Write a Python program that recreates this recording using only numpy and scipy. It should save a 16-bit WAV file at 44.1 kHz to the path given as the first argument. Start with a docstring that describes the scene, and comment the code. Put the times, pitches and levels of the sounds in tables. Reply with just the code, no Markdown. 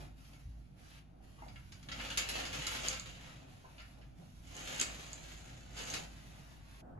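"""The tail of a cloth swish over a low rumble comes first, then heavy curtains are drawn open by hand.
Plastic gliders, heard as random impacts in a resonant rail, rattle through one long pull and two short shoves;
filtered impulses make their knocks, and bursts of ringing noise the ticks of their hooks.
Shaped noise swishes and flaps as cloth; decaying sines are soft bumps and a footfall in the carpeted bedroom.
Low noise and wavering tones give the ventilation and distant town; random echoes give the room."""
import sys
import numpy as np
from scipy import signal
from scipy.fft import rfft, irfft, next_fast_len
from scipy.io import wavfile

SR = 44100
rng = np.random.default_rng(int(sys.argv[2]) if len(sys.argv) > 2 else 0)


def dump(signal):
    """Clip the signal to [-1, 1] and save it as 16-bit WAV at the path in sys.argv[1]."""
    limited = np.clip(np.atleast_2d(signal).T, -1, 1)
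    pcm = np.round(limited * 32767).astype(np.int16)
    wavfile.write(sys.argv[1], SR, pcm)


N = 308567
TIME = np.arange(N) / SR

# spectrum of rail and gliders: (frequency [Hz], gain [dB])
RAIL_SPECTRUM = [(150, -14), (260, 1), (400, -3.5), (700, 0), (1000, -3.5), (1500, 0), (2800, -0.5),
                 (4000, -1), (5600, -6), (6900, -4), (8700, -20), (11000, -10), (12300, -17.5),
                 (13200, -34)]
# resonances of the hollow rail: (frequency [Hz], width [Hz], gain of the added ring [dB])
RAIL_RESONANCES = [(516.6, 12, 10.5), (2230, 90, -14), (2910, 790, -4)]
# spectrum of the metal hooks, rubbing or ticking: (frequency [Hz], gain [dB])
HOOK_SPECTRUM = [(500, -27), (3500, -24), (4700, -12.5), (5600, -23.5), (6400, 0), (7200, -4), (7800, -8.5),
                 (9000, -21), (11000, -19), (13500, -40)]


def gliders(level_db=2.0, judder_db=3.0, snag_db=1.24, hook_db=-13, waver_db=1.5):
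    """Stick-slip and impact excitation: faster travel gives denser, louder, jerkier contacts in a hollow rail."""
    gain = pulling()
    speed = np.sqrt(gain / gain.max())
    contacts = grains(600 + 100 * speed, spread_db=4.2)
    jerks_db = judder_db * drift(110) + snag_db * drift(23.99)
    contacts = moving_in_room(contacts * from_db(speed * jerks_db), direct_db=-9.5, echo_db=-13.5)

    # the rail's ring wavers as the gliders travel, and the packed cloth damps it
    damped_db = np.interp(TIME, [4.75, 5.0], [0, -8])
    ringing = contacts
    for hz, width_hz, db in RAIL_RESONANCES:
        ring_gain = from_db(db + damped_db + waver_db * drift(7))
        ringing = ringing + ring_gain * resonance(contacts, hz, width_hz)
    rail = rms_one(colour(ringing, RAIL_SPECTRUM))

    # as the curtain bunches up, its hooks rub more against each other
    bunched_db = np.interp(TIME, [1.9, 2.8, 5.0], [-10, 0, 4])
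    jiggles = grains(90 + 200 * speed, spread_db=1.5)
    jiggles = in_room(jiggles, room_response(direct_db=0.0, echo_db=-11.0))
    hooks = rms_one(colour(jiggles, HOOK_SPECTRUM)) * from_db(hook_db + bunched_db)
    return from_db(level_db) * gain * (rail + hooks)


# hauls along the rail: (start [s], length [s], relative level [dB], getting up to speed [s],
# growth [dB], stopping [s], run-on below the haul [dB], run-on decay [dB/s])
HAULS = [(1.908, 0.93, -44, 0.12, 3.5, 0.14, 6.5, 28), (4.412, 0.4, -45, 0.21, 6.5, 0.038, 4.5, 15),
         (5.683, 0.27, -44.5, 0.12, 8.5, 0.062, 22, 27)]


def pulling():
    """Inertia: each haul gets up to speed and grows, then the swinging cloth keeps a few gliders running on."""
    power = 0
    for s, length, db, attack_s, growth_db, stop_s, below_db, dying_db_per_s in HAULS:
        haul = stroke(s, length, attack_s, growth_db, stop_s)
        after = np.maximum(TIME - s - length, 0)
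        run_on = (1 - np.exp(-after / stop_s)) * from_db(-below_db - dying_db_per_s * after)
        power = power + from_db(db) ** 2 * (haul ** 2 + run_on ** 2)
    return np.sqrt(power) * hush()


# gliders knocking together: (time [s], relative peak level [dB], hardness as contact cutoff [Hz],
# rattle decay [s], ring of the plastic [dB])
GLIDER_KNOCKS = [(0.248, -55, 5000, .004, -6), (0.334, -52, 3500, .003, 1), (1.483, -48.5, 5500, .003, 4),
                 (1.559, -46.5, 2490, 0.0066, 3), (1.721, -41, 9000, .006, -8),
                 (1.829, -45, 7000, .003, -5), (1.887, -36, 5050, .004, 3), (1.917, -32.5, 4770, 0.0097, 0),
                 (1.998, -36, 2380, 0.025, 3), (2.085, -42, 3500, 0.02, 3),
                 (2.174, -18.5, 13000, 0.0069, -0.5), (2.289, -25, 12000, 0.011, -22),
                 (2.453, -32, 8000, 0.016, -7), (2.667, -25.5, 11000, 0.0076, -8),
                 (2.748, -34, 4000, 0.01, -12), (2.878, -33, 13000, .003, -12),
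                 (2.929, -32, 9000, 0.0062, -3), (3.781, -46.5, 2900, 0.0097, -1),
                 (3.798, -45.5, 2900, 0.011, -2), (4.014, -54, 3540, 0.0083, -6),
                 (4.795, -30.5, 8440, 0.0076, -5), (4.813, -30.5, 6960, 0.01, -11),
                 (5.775, -38, 5970, 0.0056, -8), (5.939, -26.5, 9000, .0057, -9)]
# resonances of gliders in their channel: (frequency [Hz], width [Hz], relative gain [dB])
GLIDER_RESONANCES = [(1364, 64, 9), (1730, 90, 4), (2200, 140, 4), (2846, 360, 0.5), (3284, 110, -0.5),
                     (4870, 280, -4), (6750, 300, 5)]
# spectrum of the knocks: (frequency [Hz], gain [dB])
KNOCK_SPECTRUM = [(200, -7.5), (700, -8), (1400, -2.5), (2300, 1), (3600, 1), (5000, 3), (5700, -3),
                  (6800, -0.5), (8700, -13), (11000, -1), (13500, -20.5)]


def knocks(level_db=2.5, rattle_db=-5, rattle_per_s=800, uneven_db=2.5):
    """Collision chain: one glider hits the next, rebounds rattle on, and each knock rings the plastic its own way."""
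    out, t = np.zeros((2, N)), TIME[:SR // 8]
    for s, db, hard_hz, rattle_s, ring_db in GLIDER_KNOCKS:
        rebounds = rng.uniform(-1.68, 1, len(t)) * (rng.random(len(t)) < rattle_per_s / SR)
        force = from_db(rattle_db) * rebounds * np.exp(-t / rattle_s)
        force[0] += 1
        # a softer contact lasts longer and so excites less treble
        force = signal.lfilter(*signal.butter(2, hard_hz, fs=SR), force)
        ring = 0
        for hz, width_hz, mode_db in GLIDER_RESONANCES:
            ring_gain = from_db(ring_db + mode_db + uneven_db * rng.standard_normal())
            ring = ring + ring_gain * resonance(force, hz, width_hz)
        knock = colour(force + ring, KNOCK_SPECTRUM)
        add(out, s, db + level_db, in_room(knock, room_response(direct_db=-7.5, echo_db=-9.5)))
    return out


# hooks ticking in the glider eyes: (time [s], relative peak level [dB], ring of the lower mode [dB])
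HOOK_TICKS = [(2.179, -21, 9), (2.6692, -23, -1), (2.884, -15, 12), (2.997, -26.5, 16), (4.552, -41, 2),
              (4.566, -33, 5), (4.762, -32, 0), (4.781, -35, 0), (4.799, -17.5, -2), (4.813, -13, -3),
              (5.131, -28, -6), (5.901, -28.5, 14), (5.939, -29, 6)]
HOOK_LOW_HZ, HOOK_LOW_WIDTH_HZ = 4800, 350


def ticks(level_db=-2.0, contact_s=0.00055):
    """Forced modal ringing: a hook snaps over in its eye, and a scrape of about a millisecond rings the wire."""
    out, t = np.zeros((2, N)), TIME[:SR // 50]
    for s, db, ring_db in HOOK_TICKS:
        force = rng.standard_normal(len(t)) * t * np.exp(-t / contact_s)
        force = force + from_db(ring_db) * resonance(force, HOOK_LOW_HZ, HOOK_LOW_WIDTH_HZ)
        tick = colour(force, HOOK_SPECTRUM)
        add(out, s, db + level_db, in_room(tick, room_response(direct_db=4, echo_db=-12)))
    return out


# spectrum of cloth on cloth: (frequency [Hz], gain [dB])
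CLOTH_SPECTRUM = [(300, -8), (900, 3), (1400, 3), (2700, 2.5), (4500, -1), (6800, -4), (8500, -13),
                  (11000, -3), (12200, -7), (13000, -33.5)]
SHEEN_HZ = 4040  # above this lies the treble that each swish sets apart


def cloth(level_db=0.0, catch_db=-0.6):
    """Friction noise: threads catch and slip by the thousand, with body and treble following separate gains."""
    slips = grains(9000 * from_db(3 * drift(12)), spread_db=6.0) * from_db(catch_db * drift(25))
    swish = rms_one(colour(moving_in_room(slips, direct_db=-5.0, echo_db=-7.0), CLOTH_SPECTRUM))
    dull = signal.lfilter(*signal.butter(1, SHEEN_HZ, fs=SR), swish)
    body, treble = swishing()
    return from_db(level_db) * (body * dull + treble * (swish - dull))


# cloth, hands and sleeves sliding: (start [s], length [s], level [dB], release [s], treble over body [dB])
CLOTH_SWISHES = [(-0.04, 0.038, -51, 0.053, -4), (0.146, 0.17, -66, 0.21, 3),
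                 (0.758, 0.22, -62.5, 0.036, 1), (1.204, 0.81, -66, 0.17, 2.5),
                 (1.954, 0.054, -47.5, 0.037, -31), (2.685, 0.083, -44.5, 0.02, 0.5),
                 (3.158, 0.16, -56.5, 0.11, -10), (3.453, 0.42, -65.5, 0.18, 0),
                 (4.148, 0.36, -68.5, 0.07, 5), (6.017, 0.39, -60, 0.42, -3),
                 (6.658, 0.23, -62, 0.025, -0.5)]
SWISH_ATTACK_S, SWISH_BUILD_DB = 0.037, 3.5
RUSTLE_DB, RUSTLE_SHEEN_DB = -76.5, -4.5  # faint rustle under the swishes; its treble over its body


def swishing():
    """Power addition of incoherent sources: separate swishes over a faint rustle, as body and treble gains."""
    body = from_db(RUSTLE_DB) ** 2
    treble = from_db(RUSTLE_DB + RUSTLE_SHEEN_DB) ** 2
    for s, length, db, release_s, sheen_db in CLOTH_SWISHES:
        gain = from_db(db) * stroke(s, length, SWISH_ATTACK_S, SWISH_BUILD_DB, release_s)
        body = body + gain ** 2
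        treble = treble + (gain * from_db(sheen_db)) ** 2
    return np.sqrt(body) * hush(), np.sqrt(treble) * hush()


# a sleeve brushing the cloth: (start [s], length [s], level [dB], first pitch [Hz], last pitch [Hz])
SLEEVE_BRUSHES = [(0.869, 0.12, -65.5, 4790, 2590)]


def brushes(width_hz=900, release_s=0.013):
    """Thread-passing frequency: a sleeve zips over the weave, and its narrow hiss sinks as the arm slows."""
    out = 0
    for s, length, db, first_hz, last_hz in SLEEVE_BRUSHES:
        pitch_hz = np.interp(TIME, [s, s + length], [first_hz, last_hz])
        threads = narrow_noise(pitch_hz, width_hz)
        out = out + from_db(db) * threads * stroke(s, length, SWISH_ATTACK_S, SWISH_BUILD_DB, release_s)
    return in_room(out, room_response(direct_db=-1, echo_db=-4))


# hands bumping the frame through cloth: (time [s], relative peak level [dB], main pitch [Hz], pressing [s])
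HAND_PATS = [(1.378, -60, 1230, 0.012), (1.418, -46, 892, 0.006), (1.458, -54.5, 737, 0.0074),
             (3.637, -59, 701, .008), (3.645, -53.5, 978, .006), (3.685, -64, 900, .006),
             (3.974, -61, 650, 0.0097), (6.975, -56.5, 760, 0.0015)]
# modes of the window frame behind the cloth: (multiple of the main pitch [ratio], level [dB])
WINDOW_FRAME_MODES = [(.38, -9.5), (.73, -6), (.9, -2), (1, -0.5), (1.31, -9), (1.58, -9), (2.33, -12.5),
                      (2.6, -21), (2.95, -25)]


def pats(level_db=6.5, waver_rad=0.75):
    """Inharmonic modes: a hand pushes cloth against the hollow window frame, giving a soft, pitched bump."""
    out, t = np.zeros((2, N)), TIME[:SR // 8]
    for s, db, pitch_hz, press_s in HAND_PATS:
        hollow = 0
        for multiple, mode_db in WINDOW_FRAME_MODES:
            phase = 2 * np.pi * (multiple * pitch_hz * t + rng.random()) + waver_rad * drift(260)[:len(t)]
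            hollow = hollow + from_db(mode_db) * np.sin(phase)
        bump = hollow * t * np.exp(-t / press_s)
        add(out, s, db + level_db, in_room(bump, room_response(direct_db=0.5, echo_db=-12.5)))
    return out


# a heel on the floor: (time [s], relative peak level [dB])
HEEL_STEPS = [(0.454, -40)]
# modes of the floor under the foot: (frequency [Hz], level [dB], time to decay by 60 dB [s])
FLOOR_RESONANCES = [(56.8, -1, 1), (75, 7.5, 0.23), (110, 6, 0.16)]


def steps(level_db=-2.5):
    """Modal decay: a heel sets a few low modes of the carpeted floor booming."""
    out, t = np.zeros((2, N)), TIME[:SR]
    boom = 0
    for hz, db, t60 in FLOOR_RESONANCES:
        boom = boom + from_db(db) * np.sin(2 * np.pi * hz * t) * np.exp(-np.log(1000) * t / t60)
    soft_onset = 1 - np.exp(-t / 0.0083)
    for s, db in HEEL_STEPS:
        add(out, s, db + level_db, boom * soft_onset)
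    return out


# heavy folds flapping with a dull puff of air; the last row is a dull low rush that comes up as the rustling
# stops: (start [s], length [s], level [dB])
FOLD_FLAPS = [(-0.04, 0.072, -58), (0.295, 0.12, -67), (1.85, 0.13, -55.5), (3.94, 0.044, -72),
              (4.172, 0.078, -64), (4.535, 0.36, -54.5), (5.375, 0.16, -63), (5.83, 0.11, -52),
              (6.785, 0.2, -59)]
# spectrum of air moved by the folds: (frequency [Hz], gain [dB])
FOLD_SPECTRUM = [(120, -4.5), (200, -2.5), (280, 3.5), (420, -6.5), (560, -1), (740, 2), (1000, -11.5),
                 (1500, -12.5), (2100, -29.5), (5000, -41), (13000, -47)]
# standing waves of the room: (frequency [Hz], width [Hz], gain of the added resonance [dB])
STANDING_WAVES = [(144, 16, 3), (169, 19, -1)]
# spectrum of the room's rumble: (frequency [Hz], gain [dB])
RUMBLE_SPECTRUM = [(20, -12), (36, -16), (47, -4), (54, -1), (68, -8), (95, -7.5), (150, -5.5), (215, -14),
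                   (260, -14), (400, -28), (1000, -57.5), (5000, -82)]
FLAP_ATTACK_S, FLAP_RELEASE_S = 0.04, 0.075
# folds at rest, folds at the fastest pull, and the power by which they follow the pull
FOLDS_REST_DB, FOLDS_PULLED_DB, FOLDS_FOLLOW = -69.5, -58, 0.41
RUMBLE_DB, RUMBLE_PULLED_DB = -57, -62  # before the swell; added at the fastest pull


def low_air(flutter_db=2.0):
    """Air displacement: pulled or flapping folds push air with a dull flutter, over the rumble of the room."""
    pull = pulling()
    pull = pull / pull.max()
    flaps = 0
    for s, length, db in FOLD_FLAPS:
        flaps = flaps + from_db(db) * stroke(s, length, FLAP_ATTACK_S, 0, FLAP_RELEASE_S)
    swing = np.hypot(from_db(FOLDS_PULLED_DB) * pull ** FOLDS_FOLLOW, flaps)
    fold_gain = np.hypot(from_db(FOLDS_REST_DB), swing) * from_db(flutter_db * drift(9))

    air = diffuse(N)
    air = air + sum(from_db(db) * resonance(air, hz, width_hz) for hz, width_hz, db in STANDING_WAVES)
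    folds = fold_gain * rms_one(colour(air, FOLD_SPECTRUM))

    rumble_gain = np.hypot(from_db(RUMBLE_DB) * bass_swell(share=0.64), from_db(RUMBLE_PULLED_DB) * pull)
    rumble = rumble_gain * rms_one(colour(diffuse(N), RUMBLE_SPECTRUM))
    return folds + rumble * from_db([[-.5], [.5]])  # left, right


# short, dull booms swelling out of the rumble: (start [s], length [s], relative level [dB], pitch [Hz])
LOW_BOOMS = [(1.96, 0.037, -56, 255), (2.572, 0.027, -52, 150), (3.22, 0.08, -60, 165),
             (3.316, 0.069, -56, 125), (4.169, 0.06, -57, 165), (5.486, 0.025, -52, 130),
             (6.12, 0.061, -59, 130)]


def booms(level_db=-0.5, width_hz=16, attack_s=0.028, release_s=0.035):
    """Narrow-band noise: at listed times the low end of the room booms softly around one pitch."""
    out = 0
    for s, length, db, hz in LOW_BOOMS:
        swell = stroke(s, length, attack_s, 0, release_s)
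        out = out + from_db(db + level_db) * narrow_noise(hz, width_hz) * swell
    return out


# ventilation tones: (frequency [Hz], nominal rms level [dB])
VENTILATION_TONES = [(53.8, -59.5), (92, -70), (123.8, -72), (255, -78.5)]


def hum(waver_rad=0.73, swell_db=2.5):
    """Tonal machine noise: the ventilation drones with a few low tones, wavering in phase and level."""
    tones = 0
    for hz, db in VENTILATION_TONES:
        tone_gain = from_db(db + swell_db * drift(4.7))
        tones = tones + tone_gain * np.sin(2 * np.pi * hz * TIME + waver_rad * drift(5))
    return np.sqrt(2) * tones * bass_swell(share=1.15) * from_db([[-1], [1]])  # left, right


# course of the bass, of which only the departure from its mean counts: (time [s], level [dB])
BASS_COURSE = [(0.0, -50.5), (0.25, -61), (0.66, -58), (1.17, -62), (1.52, -54.5), (2.05, -54.5),
               (2.77, -53), (3.8, -62), (4.09, -57), (4.23, -56.5), (5.34, -57.5), (5.98, -55),
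               (6.88, -59.5), (7.0, -52.5)]


def bass_swell(share):
    """Slow amplitude modulation: a share of the bass's rise and fall about its mean, as a gain."""
    db = np.interp(TIME, *np.transpose(BASS_COURSE))
    return from_db(share * (db - db.mean()))


HUSH_S, HUSH_FADE_S = 6.81, 0.006


def hush():
    """Exponential decay: the gain of gliders and rustling cloth falls away at one moment."""
    return np.exp(-np.maximum(TIME - HUSH_S, 0) / HUSH_FADE_S)


def stroke(start_s, length_s, attack_s, build_db, release_s):
    """Envelope of one movement: it sets in, grows to 1 at its end and dies away exponentially."""
    t = TIME - start_s
    attack = np.clip(t / max(min(attack_s, length_s), 1 / SR), 0, 1)
    build = from_db(build_db * (np.clip(t / length_s, 0, 1) - 1))
    return attack * build * np.exp(-np.maximum(t - length_s, 0) / release_s)


def grains(per_s, spread_db):
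    """Shot noise: random tiny impacts of uneven size, with rms near 1 at any rate."""
    sizes_db = spread_db * np.minimum(rng.exponential(1, N), 4)
    sizes = rms_one(from_db(sizes_db)) * rng.choice([-1, 1], N)
    chance = np.clip(per_s / SR, 1e-4, 1)  # of an impact in each sample
    return sizes * (rng.random(N) < chance) / np.sqrt(chance)


def narrow_noise(hz, width_hz):
    """Ring modulation: slow noise times a sine makes a band around a pitch that may glide; rms 1."""
    phase = 2 * np.pi * np.cumsum(hz * np.ones(N)) / SR
    slow = signal.lfilter(*signal.butter(2, width_hz, fs=SR), rng.standard_normal(N))
    return rms_one(slow * np.sin(phase))


def drift(rate):
    """Random modulation: straight lines join random knots, rate of them a second; rms 1."""
    knots = rng.standard_normal(int(rate * N / SR) + 2)
    return rms_one(np.interp(TIME * rate, np.arange(len(knots)), knots))


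def resonance(x, hz, width_hz):
    """Damped oscillator: a two-pole resonance with gain 1 on top."""
    r = np.exp(-np.pi * width_hz / SR)
    zeros = np.array([1, 0, -1]) * (1 - r * r) / 2
    poles = [1, -2 * r * np.cos(2 * np.pi * hz / SR), r * r]
    return signal.lfilter(zeros, poles, x + 1e-18)


def colour(x, spectrum, size=16384):
    """Minimum-phase filtering: folding the cepstrum gives a causal filter with the given spectrum."""
    cepstrum = irfft(np.log(from_db(at_hz(spectrum, np.fft.rfftfreq(size, 1 / SR)))))
    cepstrum[1:size // 2] *= 2
    cepstrum[size // 2 + 1:] = 0
    impulse = irfft(np.exp(rfft(cepstrum)))
    padded = next_fast_len(x.shape[-1] + size)
    return irfft(rfft(x, padded) * rfft(impulse, padded), padded)[..., :x.shape[-1]]


# likeness of the two ears for diffuse sound: (frequency [Hz], coherence [-1 to 1])
EAR_COHERENCE = [(50, 0.64), (130, 0.91), (260, 0.57), (500, -0.16), (1000, -0.12), (3000, 0.088),
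                 (12000, 0.35)]


def diffuse(size):
    """Interaural coherence: mid and side noises mix so that the ears are alike as listed, mostly in the bass."""
    padded = next_fast_len(size)
    mid, side = rfft(rng.standard_normal((2, padded)))
    alike = np.clip(at_hz(EAR_COHERENCE, np.fft.rfftfreq(padded, 1 / SR)), -.99, .99)
    ears = np.sqrt(1 + alike) * mid + np.sqrt(1 - alike) * side * [[1], [-1]]
    return irfft(ears, padded)[:, :size]


# reverberation: (frequency [Hz], time to decay by 60 dB [s])
REVERBERATION = [(200, 0.34), (2000, 0.34), (6000, 0.22), (13000, 0.19)]
DIRECT_S, WINDOW_ECHO_S = (.00029, 0), (.0045, .00496)  # arrival at the left and right ear


def room_response(direct_db, echo_db):
    """Reverberation: a direct path from the right, a window echo on the left and a diffuse tail; energy 1."""
    t = TIME[:SR // 3]
    noise, tail = diffuse(len(t)), 0
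    edges = [50, 700, 3000, 8000, 18000]  # bands [Hz], each with its own decay
    hz = np.fft.rfftfreq(len(t), 1 / SR)
    for low, high in zip(edges, edges[1:]):
        band = irfft(rfft(noise) * ((hz >= low) & (hz < high)), len(t))
        t60 = at_hz(REVERBERATION, np.sqrt(low * high))
        tail = tail + band * np.exp(-np.log(1000) * t / t60)
    response = rms_one(tail) / np.sqrt(len(t))
    response[[0, 1], [round(s * SR) for s in DIRECT_S]] += from_db(direct_db)
    response[[0, 1], [round(s * SR) for s in WINDOW_ECHO_S]] += from_db(echo_db)
    return response / np.sqrt(np.sum(response ** 2) / 2)


def in_room(x, response):
    """Convolution: a mono source as it reaches the two ears."""
    return signal.fftconvolve(x[None], response, axes=1)[:, :N]


def moving_in_room(x, direct_db, echo_db):
    """Time-varying reflections: a travelling source excites a new random pattern five times a second."""
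    out, size = np.zeros((2, N + SR)), SR // 5
    for start in range(0, N, size):
        heard = in_room(x[start:start + size], room_response(direct_db, echo_db))
        out[:, start:start + heard.shape[1]] += heard
    return out[:, :N]


def add(out, s, peak_db, sound):
    """Superposition: place a sound at its time with the given peak."""
    start = max(round(s * SR), 0)
    out[:, start:start + sound.shape[-1]] += from_db(peak_db) * sound[..., :N - start] / np.abs(sound).max()


def from_db(db):
    """Level to amplitude: decibels to gain."""
    return np.exp(np.asarray(db) * np.log(10) / 20)


def rms_one(x):
    """Normalisation of power: scale to rms 1."""
    return x / np.sqrt(np.mean(x ** 2) + 1e-20)


def at_hz(points, hz):
    """Logarithmic frequency scale: read a table along it."""
    table = np.array(points)
    return np.interp(np.log(np.maximum(hz, 1)), np.log(table[:, 0]), table[:, 1])


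def scene():
    """Superposition of rail, cloth, hands and foot over the low sound of the room."""
    curtain = gliders() + knocks() + ticks() + cloth()
    body = brushes() + pats() + steps()
    background = low_air() + booms() + hum()
    return curtain + body + background


CUTOFF_HZ = 15300


def record(dry):
    """Band limitation: an elliptic low-pass cuts the top steeply."""
    return signal.sosfilt(signal.ellip(10, .1, 80, CUTOFF_HZ, fs=SR, output="sos"), dry)


dry = scene()
out = record(dry)
dump(out)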